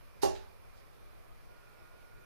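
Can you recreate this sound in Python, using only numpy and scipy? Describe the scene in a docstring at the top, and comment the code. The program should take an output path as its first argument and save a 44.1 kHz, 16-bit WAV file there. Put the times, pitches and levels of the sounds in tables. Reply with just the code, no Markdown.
"""A small, quiet room: one dart hits a bristle board hung on a door.
The point crunches into the fibres and the steel zings. Board and door thud and shudder,
something rattles briefly, and the room reverberates. A faint cloth rustle follows; later a small
motor spins up to a thin whine. Hiss and rumble lie underneath. The microphones are opposed in the bass."""
import sys
import numpy as np
from scipy import signal
from scipy.fft import rfft, irfft
from scipy.io import wavfile
from scipy.ndimage import uniform_filter1d

SR = 44100
rng = np.random.default_rng(int(sys.argv[2]) if len(sys.argv) > 2 else 0)


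def master(y):
    """Save y as 16-bit WAV."""
    cut = np.clip(np.atleast_2d(y).T, -1, 1)
    pcm = np.round(cut * 32767)  # scale
    wavfile.write(sys.argv[1], SR, pcm.astype(np.int16))


N = 99225
T = np.arange(N) / SR

# Board and door modes. Each row: frequency in Hz, level in dB, T60 in seconds.
THUD_MODES = [(196, -41, .38), (267.8, -37, 0.25), (319, -37.5, 0.31), (359, -26, 0.33), (387, -29, 0.36),
              (403.4, -17, 0.076), (439.3, -36, 0.37), (547.8, -29, 0.2), (610, -33.5, 0.41),
              (646, -28.5, 0.22), (708, -30, 0.15), (766, -28.5, 0.18), (800.5, -22, 0.12),
              (822, -32, 0.24), (865, -37, 0.38), (992, -42.5, 0.32), (1117, -36.5, .13),
              (1205, -47.5, .19)]
# Early wall reflections. Each row: delay in seconds, gain in dB.
WALL_ECHOES = [(.0073, -7), (.025, -8), (0.062, -18.5)]
# Fibres giving way. Each row: frequency in Hz, relative density in dB.
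CRUNCH_SPECTRUM = [(150, -27), (400, -1.5), (1000, 6.5), (1350, -4), (1600, 2.5), (2100, -2.5), (2700, 1.5),
                   (3250, -5), (3900, 3), (5700, 1.5), (7000, 1), (8000, -6.5), (10000, -2.5), (12500, -6),
                   (15500, -16)]
# Rattle. Each row: frequency in Hz, relative density in dB.
RATTLE_SPECTRUM = [(300, -26), (1200, 4), (2500, 2), (4000, 2), (7000, -12), (15000, -19)]
# Crunch and rattle balance. Each row: frequency in Hz, left minus right in dB.
DART_BALANCE = [(300, 8), (1200, -8), (2500, -4), (5000, -11.5), (9000, -10.5), (15000, -9)]
# Dart steel and board wires. Each row: frequency in Hz, level in dB, T60 in seconds.
STEEL_MODES = [(1632, -51, 0.3), (3735, -44.5, 0.32), (3904, -45, 0.22), (4490, -38, 0.26),
               (5123, -41, 0.17), (5470, -46, 0.32), (5668, -37, 0.32), (6159, -49.5, .3),
               (6685, -48, 0.29)]
# Door swaying in its frame. 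Each row: frequency in Hz, level in dB, T60 in seconds.
SWAY_MODES = [(20.6, -34, 0.65), (56.8, -40, .75), (76.3, -33.5, 0.71), (103, -43, 0.27)]
# Room decay. Each row: frequency in Hz, T60 in seconds.
ROOM_DECAY = [(100, 0.47), (400, 0.32), (800, 0.35), (2000, 0.36), (5500, 0.37), (8000, 0.3), (14000, 0.16)]
# Motor spin-up. Each row: time in seconds, pitch in Hz, level in dB.
MOTOR_RUN = [(1.1, 1100, -85), (1.26, 1210, -85), (1.328, 1248, -59), (1.389, 1330, -82), (1.46, 1405, -80),
             (1.5, 1430, -63), (1.68, 1425, -64.5), (2.03, 1437, -63), (2.25, 1426, -62)]
# Cloth swell. Each row: peak time in seconds, half-width in seconds, level in dB.
CLOTH_SWELLS = [(0.78, 0.042, -68.5)]
# Cloth noise. Each row: frequency in Hz, relative density in dB.
CLOTH_SPECTRUM = [(1000, -2), (3000, 4), (5500, 6), (8000, -7), (15000, -9)]
# Hiss and rumble. Each row: frequency in Hz, relative density in dB.
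AIR_SPECTRUM = [(10, 15), (35, 16.5), (65, 10.5), (98, 14), (140, 6.5), (260, -0.5), (430, 4.5), (620, 3.5),
                (850, -2), (1150, 1), (1700, -5.5), (2170, -7.5), (2380, -2.5), (2600, -10), (3100, -13.5),
                (5300, -15), (7000, -24), (8300, -24), (9600, -19), (12500, -19), (15500, -20.5)]
# Air and cloth balance. Each row: frequency in Hz, left minus right in dB.
AIR_BALANCE = [(20, 3), (100, -1), (250, -2.5), (500, -5), (1100, -6), (2400, -4), (5000, -5.5), (10000, 0),
               (15000, -4.5)]
# Microphone pair. Each row: frequency in Hz, left-right correlation.
MIC_CORRELATION = [(30, -0.91), (130, -0.861), (290, -0.75), (640, -0.51), (1400, 0.12), (3100, 0.025),
                   (15000, -0.032)]

POINT_S, THUD_S, RATTLE_S = 0.2165, 0.232, 0.349  # point enters, dart stops, rattle starts
CONTACT_S = 0.0024


def thud(left_db=-4, left_lag_s=0.00017, wet_db=-10.5):
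    """The knock reaches the left microphone inverted and late; the room rings on."""
    direct = ring(THUD_MODES, THUD_S, CONTACT_S)
    reverb = amp(wet_db) * room(np.array([direct, direct]))
    early = np.array([-knock(THUD_S + left_lag_s), knock(THUD_S)])
    return (early + reverb) * amp([[left_db], [0]])


def knock(start_s):
    """Board and door ring from the blow; near walls reflect it."""
    echoes = sum(amp(db) * ring(THUD_MODES, start_s + delay_s, CONTACT_S) for delay_s, db in WALL_ECHOES)
    return ring(THUD_MODES, start_s, CONTACT_S) + echoes


def dart(crunch_db=-34, rattle_db=-47.5, wet_db=-2.5):
    """The point crunches through the fibres; a faint rattle follows."""
    bite = burst(POINT_S, rise_s=0.013, decay_after_s=0.025, tau_s=0.013)
    shake = burst(RATTLE_S, rise_s=0.004, decay_after_s=0, tau_s=0.018)
    crunch = amp(crunch_db) * bite * noise(CRUNCH_SPECTRUM, DART_BALANCE)
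    rattle = amp(rattle_db) * shake * noise(RATTLE_SPECTRUM, DART_BALANCE)
    snaps = (crunch + rattle) * flicker(depth_db=1.5, samples=30)
    return snaps + amp(wet_db) * room(snaps)


def steel(rise_s=0.012, left_db=-15):
    """Dart and wires zing on entry; each partial chatters on its own."""
    zing = sum(ring([mode], POINT_S, rise_s) * flicker(depth_db=8.5, samples=400) for mode in STEEL_MODES)
    return zing * amp([[left_db], [0]])


def door(left_db=-3):
    """The whole door shudders after the blow, inverted on the left."""
    sway = ring(SWAY_MODES, THUD_S, rise_s=0.012)
    return np.array([-amp(left_db) * sway, sway])


def room(x, delay_s=0.0046, rise_s=0.0046):
    """Dense random reflections; each band decays at its own rate."""
    hz, t, bands = signal.stft(mic_noise(), SR, nperseg=256)
    decay = amp(-60 * t / lookup(ROOM_DECAY, hz)[:, None])
    tail = signal.istft(bands * decay, SR, nperseg=256)[1][:, :N]
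    tail *= np.minimum(since(delay_s) / rise_s, 1)
    return signal.fftconvolve(x, tail / np.linalg.norm(tail[1]), axes=1)[:, :N]


def motor(waver_fraction=0.0015, left_db=-7.5):
    """A small motor's whine climbs and settles, wavering slightly."""
    times_s, hz, db = np.transpose(MOTOR_RUN)
    pitch_hz = np.interp(T, times_s, hz) * (1 + waver_fraction * wander(samples=2000))
    cycles = np.cumsum(pitch_hz) / SR
    gain = amp(np.interp(T, times_s, db)) * (T > times_s[0])
    return gain * np.sin(2 * np.pi * cycles) * amp([[left_db], [0]])


def cloth():
    """One soft swell of cloth noise."""
    swell = sum(amp(db) * np.exp(-((T - peak_s) / half_s) ** 2) for peak_s, half_s, db in CLOTH_SWELLS)
    return swell * noise(CLOTH_SPECTRUM, AIR_BALANCE)


def air(level_db=-54.5, patch_db=1.13):
    """Steady hiss and rumble, slightly patchy in frequency and time."""
    bands = signal.stft(noise(AIR_SPECTRUM, AIR_BALANCE), nperseg=1024, noverlap=768)[2]
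    patches = uniform_filter1d(rng.standard_normal(bands.shape[1:]), size=12, axis=0)
    patches = unit_rms(uniform_filter1d(patches, size=14, axis=1))
    hiss = signal.istft(bands * amp(patch_db * patches), nperseg=1024, noverlap=768)[1][:, :N]
    return amp(level_db) * hiss


def ring(modes, start_s, rise_s):
    """Damped sines from one blow."""
    t = since(start_s)
    partials = sum(amp(db - 60 * t / t60_s) * np.sin(2 * np.pi * hz * t) for hz, db, t60_s in modes)
    return np.minimum(t / rise_s, 1) * partials


def burst(start_s, rise_s, decay_after_s, tau_s):
    """Envelope: linear rise, exponential decay."""
    return np.minimum(since(start_s) / rise_s, 1) * np.exp(-since(start_s + decay_after_s) / tau_s)


def noise(spectrum, balance):
    """Coloured stereo noise, rms 1 on the right."""
    hz = np.fft.rfftfreq(N, 1 / SR)
    right = unit_rms(amp(lookup(spectrum, hz)))
    left = right * amp(lookup(balance, hz))
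    return irfft(rfft(mic_noise()) * np.array([left, right]), N)


def mic_noise():
    """White stereo noise with the microphones' correlation."""
    independent, right = rfft(rng.standard_normal((2, N)))
    correlation = lookup(MIC_CORRELATION, np.fft.rfftfreq(N, 1 / SR))
    left = correlation * right + np.sqrt(1 - correlation ** 2) * independent
    return irfft(np.array([left, right]), N)


def flicker(depth_db, samples):
    """Random gain, rms 1."""
    return unit_rms(amp(depth_db * wander(samples)))


def wander(samples):
    """Smoothed noise, rms 1."""
    return unit_rms(uniform_filter1d(rng.standard_normal(N), samples))


def lookup(table, hz):
    """Interpolates on a log-frequency axis."""
    knots_hz, values = np.transpose(table)
    return np.interp(np.log(hz + 1), np.log(knots_hz + 1), values)


def since(start_s):
    """Seconds elapsed, zero before the start."""
    return np.maximum(T - start_s, 0)


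def unit_rms(x):
    """Scales to rms 1."""
    return x / np.sqrt(np.mean(x ** 2) + 1e-20)


def amp(db):
    """Decibels to gain."""
    return 10 ** (np.asarray(db) / 20)


def scene():
    """The hit over the quiet room."""
    return dart() + steel() + thud() + door() + cloth() + air() + motor()


def record(dry, cutoff_hz=15550):
    """The recorder's band limit."""
    lowpass = signal.firwin(511, cutoff_hz, window=("kaiser", 9), fs=SR)
    return signal.oaconvolve(dry, lowpass[None], "same")


dry = scene()
out = record(dry)
master(out)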